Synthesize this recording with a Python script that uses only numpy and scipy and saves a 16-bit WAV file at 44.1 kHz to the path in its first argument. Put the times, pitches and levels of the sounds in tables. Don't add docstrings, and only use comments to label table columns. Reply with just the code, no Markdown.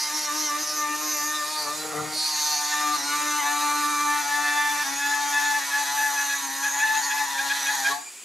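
import sys
import numpy as np
from scipy import signal
from scipy.fft import rfft, irfft
from scipy.io import wavfile

SR = 44100
rng = np.random.default_rng(int(sys.argv[2]) if len(sys.argv) > 2 else 0)


def persist_wave(psi):
    counts = np.round(np.clip(psi, -1, 1) * 32767).astype(np.int16)
    wavfile.write(sys.argv[1], SR, np.atleast_2d(counts).T)


N = 363384
TIME = np.arange(N) / SR
HZ = np.fft.rfftfreq(N, 1 / SR)

# middle t/s, length/s, relative level/dB
SQUEAL_BURSTS = [(.89, 0.19, -39.5), (1.278, 0.23, -41), (2.217, 0.15, -56), (2.387, 0.028, -38),
                 (2.733, 0.024, -30), (3.493, 0.074, -32), (4.153, 0.14, -30), (4.334, 0.13, -29),
                 (4.479, 0.17, -26), (4.639, 0.18, -28), (4.804, 0.069, -28), (5.089, 0.2, -29),
                 (5.314, 0.07, -47), (5.369, 0.075, -25), (5.429, 0.047, -31), (5.48, 0.09, -27.5),
                 (5.562, 0.043, -28), (5.777, 0.13, -27), (6.034, 0.11, -28), (6.199, 0.081, -28),
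                 (6.33, 0.074, -27), (6.663, 0.069, -27), (6.831, 0.083, -26.5), (6.897, 0.062, -29),
                 (6.965, 0.041, -28), (7.122, 0.029, -25), (7.195, 0.053, -30), (7.4, 0.027, -27.5),
                 (7.517, 0.036, -26), (7.693, 0.059, -26), (7.874, 0.046, -25.5)]
# t/s, relative flute buzz level/dB, relative chips level/dB
CUTTING_FEED = [(0, -40, -38.5), (1.1, -40, -41.5), (2.06, -46, -42.5), (2.4, -39, -37.5),
                (3.4, -35, -38.5), (4.1, -37.5, -39), (5.9, -36, -38), (6.5, -41.5, -38.5), (7.9, -37, -37)]
# middle t/s, length/s, rattle level/dB, relative wobble level/dB
RIM_SKIDS = [(1.66, 0.14, -49, -56), (1.962, 0.36, -44, -44), (1.975, 0.09, -42, -34), (3.1, .26, -66, -55),
             (7.924, 0.06, -47, -58)]


def buzz(turns, count=64, odd_db=-4, renew_hz=8):
    # f/Hz, relative level/dB
    buzz_colour = [(400, -20.5), (700, -2.5), (1000, 2.5), (1400, 4.5), (1800, 7), (2050, 2), (2380, 2),
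                   (2650, 3), (3050, -4), (3600, 4), (4300, 1.5), (5400, -2.5), (6500, 4.5), (7500, -5.5),
                   (9000, -4.5)]
    slip = (0.0012 + 0.0021 * depth()) * drift(36)
    step = np.exp(2j * np.pi * (turns + slip)).astype(np.complex64)
    mean_speed = turns[-1] / TIME[-1]
    wave, out = np.ones(N, np.complex64), np.zeros(N)
    for k in range(1, count):
        wave = wave * step
        gain = amp(at_hz(buzz_colour, k * mean_speed) + odd_db * (k % 2))
        out += gain * (wave.real * drift(renew_hz) + wave.imag * drift(renew_hz))
    return unit(out)


def flutes(bumps, sag):
    loss_db = 0.26
    return bumps * amp(curve(CUTTING_FEED) - loss_db * sag + 0.49 * drift(39) + 4.0)


def chatter(turns, sag, jolt):
    jolt_loss_db = 2.6
    shake = beats(turns, sag) * flutter(jolt, jolt_loss_db)
    return shake + hum(turns, sag, jolt, jolt_loss_db) + wobble(turns) + knocks(turns) + skid_knock(turns)


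def beats(turns, sag):
    # t/s, relative level/dB
    six_level = [(0.0, -41), (0.6, -43), (0.62, -51), (0.88, -39.5), (1.08, -47), (1.28, -40), (1.34, -49),
                 (1.63, -36.5), (1.74, -50), (2.16, -50), (2.39, -34.5), (2.78, -33.5), (3.11, -40),
                 (3.16, -35), (3.31, -34), (3.33, -33), (3.49, -30), (4.02, -40.5), (4.06, -33),
                 (4.22, -34.5), (4.33, -28), (5.03, -36.5), (5.12, -28.5), (5.59, -32), (5.65, -41),
                 (5.83, -29.5), (5.87, -40), (5.99, -28.5), (6.47, -42), (6.98, -28), (7.05, -41),
                 (7.22, -27), (7.27, -38.5), (7.93, -31)]
    # t/s, relative level/dB
    ten_level = [(0, -68), (2.5, -60), (3.12, -43.5), (4.2, -38.5), (5.3, -49), (6.2, -52), (7.9, -62)]
    # multiple of the shaft speed, relative level/dB
    six_orders = [(6, 0.5), (12, -7.5), (13, -35), (14, -25)]
    ten_orders = [(9, -2), (10, 2), (11, -25), (16, -2.5)]
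    seven_orders = [(7, 0.81), (13, 1.4), (14, -1.5)]
    six_loss_db, ten_loss_db, seven_gain_db = 0.15, 0.5, 1.12
    surface_db, deep_db, yield_db = -54, 11, 4.5

    slow_slip = (0.0076 + 0.018 * depth()) * drift(14.8)
    fast_slip = (0.0005 + 0.0013 * depth()) * drift(82)
    shaken = turns + slow_slip + fast_slip
    squealing = np.minimum(bursts([(s, length, 0) for s, length, db in SQUEAL_BURSTS]), 1)
    six_db = curve(six_level) - six_loss_db * sag - .3
    ten_db = curve(ten_level) - ten_loss_db * sag
    seven_db = surface_db + deep_db * depth() + seven_gain_db * sag - yield_db * squealing
    out = bouts(shaken)
    for db, orders in [(six_db, six_orders), (ten_db, ten_orders), (seven_db, seven_orders)]:
        out += amp(db) * lines(shaken, orders, waver_db=1.37 + 0.4 * depth(), waver_hz=6.9)
    return out


def bouts(turns):
    # start t/s, length/s, relative level/dB, beats a turn
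    chatter_bouts = [(0.078, 0.045, -44, 8), (0.271, 0.059, -33.5, 8), (0.483, 0.1, -32, 8),
                     (0.776, 0.19, -33.5, 8), (1.113, 0.26, -42.5, 8), (1.38, 0.082, -38, 8),
                     (1.643, 0.094, -38, 8), (2.736, 0.23, -32, 8), (3.122, 0.36, -35, 8),
                     (3.463, 0.4, -33, 8), (3.829, 0.36, -31.5, 8), (4.3, 0.6, -39.5, 8),
                     (7.905, .04, -30, 8), (3.067, .11, -33.5, 10), (1.003, 0.11, -44, 7),
                     (5.666, 0.048, -36, 7), (5.87, 0.084, -40.5, 7), (6.737, .06, -41, 7),
                     (0, 0.088, -42, 14), (0.162, 0.13, -47, 14), (0.42, 0.067, -41, 14),
                     (3.389, 0.044, -32, 14)]
    # multiple of the chatter tone (times the beats, rounded), relative level/dB
    overtones = [(1, 1), (1.5, -7.5), (2, -17)]
    # t/s, relative level/dB
    eight_level = [(0, -45.5), (1.6, -40.5), (1.8, -56), (2.2, -50), (2.6, -38), (4.4, -60), (5.3, -44),
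                   (6.2, -44), (7.9, -52)]
    edge_s, arch_db = 0.03, 4
    out = np.zeros(N)
    for lobes in sorted({round(row[3]) for row in chatter_bouts}):
        gain = amp(curve(eight_level)) * (lobes == 8)
        for s, length, db, beats_a_turn in chatter_bouts:
            if round(beats_a_turn) == lobes:
                off_centre = np.minimum(abs(2 * (TIME - s) / length - 1), 2)
                arch = amp(db + 2.0 - arch_db * off_centre ** 2)
                gain = gain + arch * held(s, length, edge_s)
        orders = [(lobes * k, db) for k, db in overtones]
        out += gain * lines(turns, orders, waver_db=1.75, waver_hz=15)
    return out


def flutter(jolt, jolt_loss_db):
    grips = [(s - 0.36 * length, .035, 0) for s, length, db in SQUEAL_BURSTS]
    gripped = np.minimum(bursts(grips), 1)
    return amp(depth() * drift(41) - 3.1 * depth() * gripped - jolt_loss_db * jolt)


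def hum(turns, sag, jolt, jolt_loss_db):
    # t/s, relative level/dB
    hum_level = [(0.0, -61), (0.15, -42), (0.22, -57), (0.35, -38), (0.46, -49), (0.62, -39), (0.64, -51),
                 (0.91, -39.5), (1.5, -48.5), (1.59, -61), (1.66, -48), (2.17, -47.5), (2.21, -58),
                 (2.66, -53), (2.9, -36.5), (3.01, -47), (3.3, -39), (3.45, -48), (3.76, -38), (4.21, -43),
                 (4.27, -54), (4.4, -46), (6.13, -54), (6.53, -47), (6.86, -54), (7.95, -50)]
    offset_db = 0.3
    db = curve(hum_level) + offset_db * sag - jolt_loss_db * jolt - 1.2
    return amp(db) * lines(turns, [(2, 0)], waver_db=1.6, waver_hz=11.0)


def wobble(turns):
    wobble_orders = [(1, -8), (2, -19.5), (3, -13)]
    swing = amp(-63) + bursts([(s, length, wobble_db) for s, length, db, wobble_db in RIM_SKIDS])
    return swing * lines(turns + 0.0074 * drift(25), wobble_orders, waver_db=3.5, waver_hz=38)


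def knocks(turns):
    # t/s, relative level/dB
    four_level = [(0, -51), (.9, -40), (1.35, -44.5), (1.6, -39.5), (2.15, -40), (2.3, -60), (3.1, -43.5),
                  (3.8, -49.5), (5, -57.5), (7.9, -58)]
    # t/s, relative level/dB
    five_level = [(0, -52), (1.45, -42), (1.7, -49), (2.3, -38), (2.45, -34.5), (2.9, -29.5), (3.15, -57),
                  (3.55, -38), (3.9, -65), (4.4, -34.5), (4.9, -53), (7.72, -57.5), (7.86, -40),
                  (7.95, -26)]
    # multiple of the shaft speed, relative level/dB
    four_orders = [(3, -15.5), (4, -3)]
    four = amp(curve(four_level) - 4.5) * lines(turns, four_orders, waver_db=3.5, waver_hz=20.0)
    five = amp(curve(five_level) - 10.5) * lines(turns, [(5, 0)], waver_db=4.0, waver_hz=8.2)
    return four + five


def skid_knock(turns):
    skid_orders = [(3, -0.5), (4, -16), (5, 0.5), (7, -9), (8, 3), (9, 0)]
    loose = turns + 0.035 * drift(19)
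    return amp(-1) * skidding() * lines(loose, skid_orders, waver_db=3.5, waver_hz=32)


def squeal(turns, speed):
    # multiple of the shaft speed, relative level/dB
    squeal_orders = [(12, 2), (13, -19), (14, -16.5)]
    # multiple of the shaft speed, relative level/dB
    rasp_orders = [(18, -1.5), (24, -5.5), (30, -15), (36, -12.5)]
    grabs = [(s - 0.29 * length, .032, db) for s, length, db in SQUEAL_BURSTS]
    flat = .017 * depth() * bursts([(s - .008, length, 0) for s, length, db in grabs])
    slipping = turns - np.cumsum(flat * speed) / SR + (0.0015 + 0.005 * depth()) * drift(38)
    uneven = (0.001 + 0.007 * depth()) * drift(170)

    singing = bursts([(s + 0.33 * length, length + 0.14, db - 12.5) for s, length, db in SQUEAL_BURSTS])
    tone_gain = np.hypot(bursts(SQUEAL_BURSTS), singing)
    tone = tone_gain * lines(slipping + 0.45 * uneven, squeal_orders, waver_db=2.1, waver_hz=40)

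    rasp = lines(slipping + uneven, rasp_orders, waver_db=2.5, waver_hz=90)
    rasp_gain = amp(-12.0) * bursts(SQUEAL_BURSTS) + amp(-21.5 + 10.7 * depth()) * bursts(grabs)
    return tone + rasp * rasp_gain


def screech(turns, bumps):
    # middle t/s, length/s, relative level/dB, ringing f/Hz
    screeches = [(0.03, .14, -32.5, 5190), (0.2, 0.13, -32.5, 5540), (0.415, 0.17, -32.2, 5660),
                 (0.61, 0.063, -35, 6040), (0.708, 0.11, -33.5, 5220), (0.794, 0.1, -34, 6040),
                 (1.134, 0.36, -32.5, 6000), (1.396, 0.4, -39.5, 3792), (1.569, 0.26, -37, 4470),
                 (1.75, 0.12, -39, 4020), (2.227, 0.2, -32, 4670), (2.433, 0.3, -34.5, 4525),
                 (2.488, 0.32, -34, 6240), (2.648, 0.18, -40, 4580), (2.827, 0.31, -38.5, 3700),
                 (3.05, 0.26, -36, 4230), (4.238, 0.19, -45, 6443), (4.896, 0.068, -42, 6200),
                 (5.454, 0.46, -49, 6700), (6.353, 0.61, -48.5, 6594), (7.048, 0.049, -34, 4468)]
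    repeat = 2.2
    rub = .5 + strokes(turns, sharpness=6.4, second=0.88)
    drive = (rng.standard_normal(N) + repeat * bumps) * rub * amp(0.3 * drift(115))
    grit = resonate(drive, 5340, width_hz=2200) + amp(-19.0) * resonate(drive, 11830, width_hz=370)
    out = np.zeros(N)
    for s, length, db, hz in screeches:
        width_hz = .16 * hz
        ring = resonate(drive, hz, width_hz) + amp(-6.5) * resonate(drive, 2 * hz, width_hz)
        out += (amp(-1.5) * ring + amp(-2.5) * grit) * bursts([(s, length, db)])
    return out


def grind(turns, sag):
    # f/Hz, width/Hz, relative level/dB
    metal_rings = [(4010, 980, -6), (6170, 250, -34), (6035, 320, 3.5), (6700, 680, 3.5), (11700, 590, -12)]
    # f/Hz, relative level/dB
    chips_colour = [(30, -34), (100, -29), (220, -18.5), (500, -40), (900, -2.5), (1800, 0), (3000, -5),
                    (3900, 0), (5400, 3.5), (6500, 3.5), (7500, -1), (12000, 0.5), (13500, -6.5),
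                    (14200, -91)]
    # f/Hz, relative level/dB
    rattle_colour = [(40, -33), (140, 0), (500, -11), (800, 11), (1200, 16), (1450, -17), (1900, 17),
                     (3000, -24), (6000, -43)]
    crunch = rng.standard_normal(N) * (1.8 + strokes(turns, sharpness=3.2, second=0.27)) * amp(drift(180))
    ring = unit(sum(amp(db + 5.2 * drift(2.0)) * resonate(crunch, hz, width)
                    for hz, width, db in metal_rings))
    ring_share = amp(-2.5) * np.interp(TIME, [2.1, 2.5, 5], [.4, .8, 1])
    unsteady = amp(.9 * drift(15))
    touch = amp(curve(CUTTING_FEED, axis=2) - 0.25 * sag + 3.5) * unsteady
    chips = (colour(crunch, chips_colour) + ring * ring_share) * touch
    hits = rng.standard_normal(N) * (0.54 + strokes(turns, sharpness=4.4, second=0.44))
    return chips + colour(hits, rattle_colour) * skidding()


def motor(turns):
    # f/Hz, relative level/dB
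    air_colour = [(71, -55), (120, -31), (332, -9), (432, -11), (519, -15), (575, -14.5), (2110, -9),
                  (2440, -3), (3110, -10), (5840, -9), (7300, -0.5), (7920, -4), (15500, -24)]
    # multiple of the shaft speed, relative level/dB
    whine_orders = [(16, -10.5), (32, -8.5), (47, -1), (48, -8), (49, -15.5)]
    # middle t/s, length/s, level/dB
    whistle_bursts = [(8.082, .06, -50), (8.19, 0.052, -55)]
    air = amp(-43) * colour(rng.standard_normal(N), air_colour)
    whistle = bursts(whistle_bursts) * lines(turns, [(16, 0.0011)], waver_db=2.0, waver_hz=20)
    whine = amp(-57.5) * lines(turns + 0.0016 * drift(45), whine_orders, waver_db=9.5, waver_hz=5.1)
    return air + whistle + whine


def cavity(x, from_hz=3200, count=4):
    t60, shift_hz = .04, .6
    t = np.arange(SR // 20) / SR
    treble = signal.sosfilt(signal.butter(3, from_hz, "high", fs=SR, output="sos"), x)
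    out = np.zeros(N)
    for k in range(count):
        tail = rng.standard_normal(len(t)) * amp(-60 * t / t60)
        cycles = shift_hz * (1 + k / count) * TIME + k / count
        share = np.sqrt(2 / count) * np.cos(np.pi * cycles)
        out += signal.oaconvolve(treble * share, tail / np.linalg.norm(tail))[:N]
    return x + amp(-9.5) * out


def bench(x, t60=0.48):
    # f/Hz, gain/dB
    echo_colour = [(100, 4), (250, -3.5), (1000, -8), (5000, -14.5), (8500, -9), (12000, -8.5)]
    t = np.arange(SR // 6) / SR
    tail = rng.standard_normal(len(t)) * amp(-60 * t / t60)
    echo = signal.fftconvolve(x, tail / np.linalg.norm(tail))[:N]
    return rfft(echo) * amp(at_hz(echo_colour, HZ))


def depth():
    return np.interp(TIME, [4.5, 7.4], [0, 1])


def contact():
    lift_s, lift_db_per_s = 7.915, 207
    return amp(-lift_db_per_s * np.maximum(TIME - lift_s, 0))


def skidding():
    return bursts([(s, length, db) for s, length, db, wobble_db in RIM_SKIDS])


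def caught(s, fade_s):
    rise_s = .012
    since = np.maximum(TIME - s, 0)
    return np.minimum(since / rise_s, 1) * np.exp(-np.minimum(since / fade_s, 20))


def strokes(turns, sharpness, second):
    angle = np.cos(2 * np.pi * turns)
    return np.exp(sharpness * (angle - 1)) + second * np.exp(sharpness * (-angle - 1))


def lines(turns, orders, waver_db, waver_hz):
    out = np.zeros(N)
    for k, db in orders:
        gain = amp(db + waver_db * drift(waver_hz))
        out += gain * np.sin(2 * np.pi * (round(k) * turns + rng.random()))
    return np.sqrt(2) * out


def resonate(x, hz, width_hz):
    band = [hz - width_hz / 2, hz + width_hz / 2]
    return unit(signal.sosfilt(signal.butter(2, band, "band", fs=SR, output="sos"), x))


def colour(x, points):
    return unit(irfft(rfft(x) * amp(at_hz(points, HZ)), N))


def bursts(rows):
    t = TIME[::32]
    power = sum(amp(db) ** 2 * np.exp(-2 * abs(2 * (t - s) / length) ** 3) for s, length, db in rows)
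    return np.interp(TIME, t, np.sqrt(power))


def held(start, length, edge_s):
    return np.clip(np.minimum(TIME - start, start + length - TIME) / edge_s + .5, 0, 1)


def drift(rate_hz):
    coarse = rng.standard_normal(8192)
    f = np.fft.rfftfreq(len(coarse), N / SR / len(coarse))
    smooth = irfft(rfft(coarse) / (1 + (f / rate_hz) ** 2))
    return np.interp(TIME, np.linspace(0, N / SR, len(smooth)), unit(smooth))


def curve(rows, axis=1):
    columns = np.transpose(rows)
    return np.interp(TIME, columns[0], columns[axis])


def at_hz(points, hz):
    f, value = np.transpose(points)
    return np.interp(np.log(hz + 1), np.log(f + 1), value)


def unit(x):
    return x / np.sqrt(np.mean(x ** 2) + 1e-20)


def amp(db):
    return 10 ** (np.asarray(db) / 20)


def stereo(tool):
    # f/Hz, left minus right/dB
    side_levels = [(60, 5), (200, 3.5), (780, 4.5), (880, 5), (1150, 0.5), (2400, 0.5), (4400, -1.3),
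                   (8000, -1), (15000, -0.5)]
    # f/Hz, phase by which left leads/rad
    side_leads = [(100, -0.32), (950, 0.21), (3000, -0.057), (15000, -0.27)]
    lean = amp(at_hz(side_levels, HZ) / 2) * np.exp(.5j * at_hz(side_leads, HZ))
    ports = np.array([lean, 1 / lean]) / abs((lean + 1 / lean) / 2)
    return np.array([irfft(port * (rfft(tool) + bench(tool)), N) for port in ports])


def scene():
    # t/s, speed drop before rise and decay/(turns/s), decay time constant/s
    catches = [(0.088, 3.25, 0.029), (0.627, 5.1, 0.054), (1.64, 2.9, 0.061), (1.921, 5.5, 0.1),
               (2.544, 3.5, 0.14), (2.966, 11, 0.1), (3.012, 5.1, 0.043), (3.402, 7.3, 0.083),
               (4.215, 5.3, 0.08), (4.83, 11.2, 0.17), (5.591, 7.25, 0.11), (5.835, 5.4, 0.053),
               (6.402, 4.64, 0.14), (6.47, 4.9, .08), (6.693, 6.7, 0.06), (7.0, 7.9, 0.089),
               (7.254, 6.9, 0.095), (7.331, 5, 0.069), (7.607, 5.5, 0.072), (7.758, 7.4, 0.11)]
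    # t/s, speed/(turns/s)
    motor_speed = [(0, 150), (.1, 150), (.16, 153), (.3, 148), (.39, 153.4), (.52, 146), (.62, 152.5),
                   (.75, 151.8), (.85, 148.8), (.96, 150), (1.04, 153), (1.2, 147.8), (1.35, 151.5),
                   (1.41, 148.3), (1.52, 153.5), (1.61, 151), (1.68, 147.5), (1.78, 154.5), (2.27, 154.8),
                   (2.36, 150.6), (2.88, 149.6), (3.3, 148.8), (3.7, 147.2), (4.7, 146.5), (5.2, 145.6),
                   (6.05, 143.8), (6.3, 141), (6.6, 140.3), (6.85, 145.8), (7.2, 144.8), (7.45, 140.5),
                   (7.75, 142.5), (7.85, 139), (7.93, 142), (7.98, 145), (8.04, 152), (8.08, 148.8),
                   (8.13, 154), (8.2, 151), (8.24, 153)]
    jolt_s, jolt_slip = 0.012, 0.0039
    sag = sum(lost * caught(s, recovery) for s, lost, recovery in catches)
    jolt = sum(lost * caught(s, jolt_s) for s, lost, recovery in catches)
    speed = curve(motor_speed) - sag
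    turns = np.cumsum(speed * (1 + 0.00184 * drift(24.8))) / SR
    bit = turns + jolt_slip * jolt * drift(87)

    bumps = buzz(bit)
    cutting = flutes(bumps, sag) + chatter(bit, sag, jolt) + squeal(bit, speed)
    cutting = cutting + screech(bit, bumps) + grind(turns, sag)
    return stereo(cavity(cutting * contact() + motor(turns)))


def record(dry):
    low_cut_hz, edge_hz = 90, 15700
    thin = signal.sosfilt(signal.butter(3, low_cut_hz, "high", fs=SR, output="sos"), dry)
    low_pass = signal.firwin(801, edge_hz, window=("kaiser", 9), fs=SR)
    return signal.oaconvolve(thin, low_pass[None], "same")


dry = scene()
out = record(dry)
persist_wave(out)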